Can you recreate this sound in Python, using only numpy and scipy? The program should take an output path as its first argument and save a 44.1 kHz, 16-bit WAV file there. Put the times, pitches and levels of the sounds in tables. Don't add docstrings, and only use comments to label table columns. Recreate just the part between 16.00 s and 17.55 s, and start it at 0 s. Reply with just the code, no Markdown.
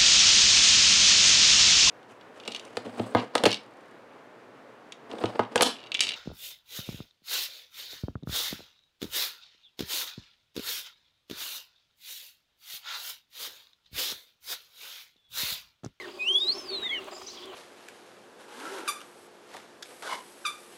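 import sys
import numpy as np
from scipy import signal
from scipy.fft import rfft, irfft, next_fast_len
from scipy.io import wavfile
from scipy.ndimage import uniform_filter1d, map_coordinates

SR = 44100
rng = np.random.default_rng(int(sys.argv[2]) if len(sys.argv) > 2 else 0)


def file_out(sig):
    cols = np.atleast_2d(sig).T
    lim = np.clip(cols, -1, 1)
    pcm = np.round(lim * 32767).astype(np.int16)
    wavfile.write(sys.argv[1], SR, pcm)


N = 68355

# frequency_hz, gain_db
AIR_COLOUR = [(25, -22.5), (60, -4.5), (150, -6.5), (250, 5.5), (420, 9.5), (520, 2), (700, 3), (1200, 1),
              (1700, -5), (3300, 1), (4200, -7), (4900, -26), (8000, -50), (15500, -30)]
# time_s, level_db
AIR_LEVEL = [(0, -48.5), (.15, -50.5), (.35, -51), (.53, -48), (.65, -49), (.85, -45), (1.02, -48.5),
             (1.25, -50.5), (1.55, -49.5)]
# frequency_hz, gain_db
HISS_COLOUR = [(1500, -50), (4500, 8), (5200, -2), (6500, 2.5), (8000, -1), (10000, -5), (12000, -7),
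               (15500, -11.5)]
# time_s, level_db
HISS_LEVEL = [(0, -58.5), (.15, -62), (.3, -58), (.44, -57), (.56, -57), (.7, -61), (1.05, -59.5),
              (1.35, -59), (1.55, -63)]
# pitch_hz, nominal_width_hz, level_db
DRONE_BANDS = [(377.2, 42, -49), (596, 56, -59), (781, 40, -63), (1088, 100, -59)]
# time_s, gain_db
DRONE_SWELL = [(0, 3.5), (.1, -1.5), (.25, 2.5), (.45, 2), (.65, 0), (.76, 4), (.86, -6.5), (1.02, -0.5),
               (1.2, -1.5), (1.3, -11.5), (1.46, 2.5), (1.55, -2.5)]
# time_s, pitch_hz, level_db
YELP_CURVES = [
    [(0, 2140, -37), (.012, 2048, -44), (.026, 1884, -43.5), (.051, 1852, -43.5), (.06, 1400, -51),
     (.069, 1210, -66)],
    [(.82, 1350, -61), (.832, 1688, -43), (.842, 1985, -49), (.867, 2048, -38.5), (.885, 1859, -52),
     (.905, 1998, -40.5), (.927, 2214, -29.5), (.94, 2165, -29.5), (.955, 2001, -44.5), (.972, 1837, -41),
     (.983, 1512, -50), (.995, 1140, -50)],
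]
# multiple, gain_db
YELP_HARMONICS = [(2, -15.5), (3, -26), (4, -37), (6, -33)]
YELP_BRIGHTNESS = [4.5, -2.5]
# start_s, length_s, pitch_hz, level_db, scatter_fraction
TWITTER_RUNS = [(.005, .18, 4820, -55, 0.037), (0.379, .1, 4950, -48.5, .05),
                (1.112, .16, 4966, -49, 0.029), (1.299, .16, 4760, -57, .045)]
# time_s, pitch_hz
WHISTLE_PITCH = [(.18, 2506), (.218, 2480), (.238, 2539), (.256, 2690), (.275, 2800), (.288, 3035),
                 (.3, 3108), (.338, 3263), (.39, 3467), (.412, 3676), (.434, 3746), (.466, 3847),
                 (.498, 4200), (.524, 4520), (.535, 5080), (.554, 5346), (.568, 5330), (.576, 5190),
                 (.583, 5404), (.616, 5214), (.65, 5060), (.708, 4420), (.748, 4210), (.778, 3954),
                 (.836, 3796), (.86, 3690), (.896, 3400), (.96, 3016), (.988, 2802), (1.01, 2680)]
# time_s, level_db
WHISTLE_LEVEL = [(.178, -70), (.198, -37), (.214, -29), (.235, -29.5), (.251, -36.5), (.28, -23), (.3, -25),
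                 (.316, -22.5), (.331, -30), (.343, -31), (.355, -19), (.368, -19.5), (.383, -23.5),
                 (.394, -37.5), (.412, -27.5), (.434, -25.5), (.46, -35.5), (.487, -23.5), (.506, -22.5),
                 (.514, -33), (.523, -25), (.531, -40), (.563, -43), (.575, -50), (.585, -41.5), (.61, -48),
                 (.635, -51), (.68, -46), (.703, -35), (.714, -44), (.748, -31), (.768, -36.5),
                 (.785, -33.5), (.803, -51), (.833, -32), (.86, -31.5), (.876, -33), (.886, -48),
                 (.895, -32.5), (.908, -30.5), (.924, -42), (.95, -32.5), (.975, -35.5), (.99, -34),
                 (1.008, -76)]
# multiple, start_gain_db, fade_db_per_s
WHISTLE_HARMONICS = [(2, -27, 5), (3, -25.5, 41), (4, -43, 29), (5, -45, 22)]
# frequency_hz, gain_db
THROAT_COLOUR = [(4500, -6.5), (5500, 3), (6350, -3), (6850, -8.5), (7300, -4), (7900, -4.5), (9500, 0.5),
                 (10400, 3.5), (11500, -9.5), (15000, -17)]
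# start_s, length_s, first_hz, middle_hz, last_hz, level_db, roughness (0-1)
CHIRP_CALLS = [(0.192, 0.051, 3400, 3840, 3900, -52, 0.97), (0.317, 0.037, 5070, 5820, 5600, -47, .4),
               (0.426, .05, 3000, 2550, 2300, -60, .5), (0.526, 0.13, 6000, 6210, 6100, -54, 0.25),
               (0.658, 0.1, 1720, 1450, 1266, -60, 0.25), (0.699, 0.082, 3920, 3695, 3640, -42, 0.4),
               (.69, 0.062, 2850, 2430, 2290, -55.5, 0.52), (1.108, 0.088, 7680, 7240, 7060, -54.5, 0.57),
               (1.263, .032, 5400, 6070, 5880, -43.5, .2), (1.28, 0.013, 4430, 3960, 4100, -42, 0.35),
               (1.293, 0.027, 4000, 4400, 4800, -45.5, .4), (1.368, 0.027, 3643, 3300, 3350, -50.5, 0.96),
               (1.415, 0.042, 2850, 3420, 3520, -49.5, 0.61), (1.461, 0.064, 3430, 3116, 2950, -53, 0.72)]
# centre_s, level_db
TICK_EVENTS = [(0.808, -56.5), (.819, -52), (.904, -53), (1.045, -50.5), (1.458, -50)]
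# frequency_hz, gain_db
TICK_COLOUR = [(3000, -30), (7000, -4), (9500, -6), (12000, -14), (16000, -23.5)]
# start_s, length_s, level_db
FLAP_EVENTS = [(1.069, 0.031, -40), (1.115, 0.027, -41.5), (1.157, 0.019, -58), (1.161, 0.035, -48),
               (1.208, .022, -44), (1.514, 0.036, -44)]
# frequency_hz, gain_db
FLAP_COLOUR = [(100, -22), (400, -15), (620, 4.5), (850, -3), (1100, 3.5), (1400, -8), (2000, -12.5),
               (2700, -9), (5000, -35), (15000, -37)]
# time_s, centre_hz, level_db
HOARSE_CURVE = [(1.1, 7730, -77), (1.14, 7200, -67), (1.23, 6400, -60), (1.28, 5600, -53),
                (1.34, 5017, -50.5), (1.39, 4164, -51.5), (1.45, 3760, -57), (1.5, 3290, -76),
                (1.55, 3000, -58)]

TIME_S = np.arange(N) / SR


def amp(db):
    return 10 ** (np.asarray(db) / 20)


def unit(x):
    return x / np.sqrt(np.mean(x ** 2) + 1e-20)


def colour_db(colour, hz):
    frequencies, gains = np.transpose(colour)
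    return np.interp(np.log(hz + 1), np.log(frequencies + 1), gains)


def curves(rows):
    times, *columns = np.transpose(rows)
    return [uniform_filter1d(np.interp(TIME_S, times, column), size=160) for column in columns]


def during(rows):
    sounding = (TIME_S >= rows[0][0] - .002) & (TIME_S <= rows[-1][0])
    return uniform_filter1d(1. * sounding, size=120)


def arch(start_s, length_s):
    progress = np.clip((TIME_S - start_s) / length_s, 0, 1)
    return np.sin(np.pi * progress), progress


def wobble(rate_hz):
    return map_coordinates(rng.standard_normal(8192), [TIME_S * rate_hz + 4], mode="wrap")


def filtered(x, response):
    size = next_fast_len(N + SR // 4)
    return irfft(rfft(x, size) * response(np.fft.rfftfreq(size, 1 / SR)), size)[:N]


def noise(colour):
    return unit(filtered(rng.standard_normal(N), lambda hz: amp(colour_db(colour, hz))))


def tone(hz):
    return np.sqrt(2) * np.sin(2 * np.pi * np.cumsum(hz) / SR)


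def band(hz, width_hz):
    phase = 2 * np.pi * np.cumsum(hz * np.ones(N)) / SR
    return unit(wobble(width_hz) * np.sin(phase) + wobble(width_hz) * np.cos(phase))


def distant_drone():
    (swell_db,) = curves(DRONE_SWELL)
    drone = sum(amp(db) * band(hz, 1.5 * width) for hz, width, db in DRONE_BANDS)
    return drone * amp(swell_db + 1.9 * wobble(25))


def open_air():
    (hush_db,), (hiss_db,) = curves(AIR_LEVEL), curves(HISS_LEVEL)
    hush = amp(hush_db + 1.72 * wobble(34.31)) * noise(AIR_COLOUR)
    hiss = amp(hiss_db + wobble(40.6)) * noise(HISS_COLOUR)
    return hush + hiss


def effort(db, mean_db, follow=0.58):
    return amp(mean_db + follow * (db - mean_db))


def yelps(jitter=0.014, rasp_db=-14.5):
    out = np.zeros(N)
    for call, bright_db in zip(YELP_CURVES, YELP_BRIGHTNESS):
        hz, db = curves(call)
        hz = hz * (1 + jitter * wobble(450))
        overtones = sum(amp(gain_db + bright_db) * tone(k * hz) for k, gain_db in YELP_HARMONICS)
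        rasp = amp(rasp_db) * band(hz, width_hz=700)
        voice = amp(db) * tone(hz) + effort(db, mean_db=-48) * (overtones + rasp)
        out += during(call) * amp(2.1 * wobble(150)) * voice
    return out


def twitter(pips_per_s=61, pip_s=0.013, fall=0.056):
    out, scratch = np.zeros(N), wobble(1500)
    for start_s, length_s, hz, db, scatter in TWITTER_RUNS:
        for k, (late, sharp, loud) in enumerate(rng.standard_normal((16, 3))):
            if k / pips_per_s < length_s:
                swell, progress = arch(start_s + (k + 0.19 * late) / pips_per_s, pip_s)
                bend = 1 + 0.022 * sharp + scatter * scratch + fall * (.5 - progress)
                out += amp(db + 2 * loud) * swell * tone(hz * bend)
    return out


def whistle(strain_hz=4470, jitter=0.0015, shimmer_db=0.58, breath_db=-31.5):
    (hz,), (db,) = curves(WHISTLE_PITCH), curves(WHISTLE_LEVEL)
    strain = (1 + np.tanh((hz - strain_hz) / 390)) / 2
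    roughness = 1 + 4.6 * strain
    hz = hz * (1 + jitter * roughness * wobble(300))
    age_s = TIME_S - WHISTLE_PITCH[0][0]
    overtones = np.zeros(N)
    for k, start_db, fade_db_per_s in WHISTLE_HARMONICS:
        gain_db = start_db - fade_db_per_s * age_s + colour_db(THROAT_COLOUR, k * hz)
        overtones += amp(gain_db + 2.5 * wobble(60.7)) * tone(k * hz)
    breath = amp(breath_db) * roughness * band(hz, width_hz=520)
    fundamental = amp(db + shimmer_db * roughness * wobble(168.1)) * tone(hz)
    return during(WHISTLE_LEVEL) * (fundamental + effort(db, mean_db=-29) * (overtones + breath))


def chirps(flutter_db=4.5, scatter=.04):
    out = np.zeros(N)
    for start_s, length_s, *pitches_hz, db, roughness in CHIRP_CALLS:
        swell, progress = arch(start_s, length_s)
        hz = np.polyval(np.polyfit([0, .5, 1], pitches_hz, 2), progress)
        gain = amp(db + flutter_db * roughness * wobble(300))
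        out += gain * swell * tone(hz * (1 + scatter * roughness * wobble(900)))
    return out


def ticks(length_s=0.0032):
    envelope = sum(amp(db) * arch(centre_s - length_s / 2, length_s)[0] for centre_s, db in TICK_EVENTS)
    return noise(TICK_COLOUR) * envelope


def flaps():
    envelope = sum(amp(db) * arch(start_s, length_s)[0] for start_s, length_s, db in FLAP_EVENTS)
    return noise(FLAP_COLOUR) * envelope


def hoarse_call(width_hz=2200, halo_db=-4):
    hz, db = curves(HOARSE_CURVE)
    hiss = band(hz, width_hz) + amp(halo_db) * band(hz, 2 * width_hz)
    return during(HOARSE_CURVE) * amp(db + 2.3 * wobble(99)) * hiss


def echo(x, t60_s=0.19, delay_s=.003):
    t = np.arange(SR // 2) / SR
    tail = rng.standard_normal(len(t)) * amp(-60 * t / t60_s) * (t > delay_s)
    return signal.fftconvolve(x, tail / np.linalg.norm(tail))[:N]


def scene():
    near = whistle()
    far = yelps() + chirps() + hoarse_call() + twitter()
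    answer = echo(amp(-16) * near + amp(-9) * far)
    return (near + far + answer + flaps() + ticks() + distant_drone() + open_air())[None]


def record(dry):
    top_hz = 15850
    return filtered(dry[0], lambda hz: hz < top_hz)[None]


dry = scene()
out = record(dry)
file_out(out)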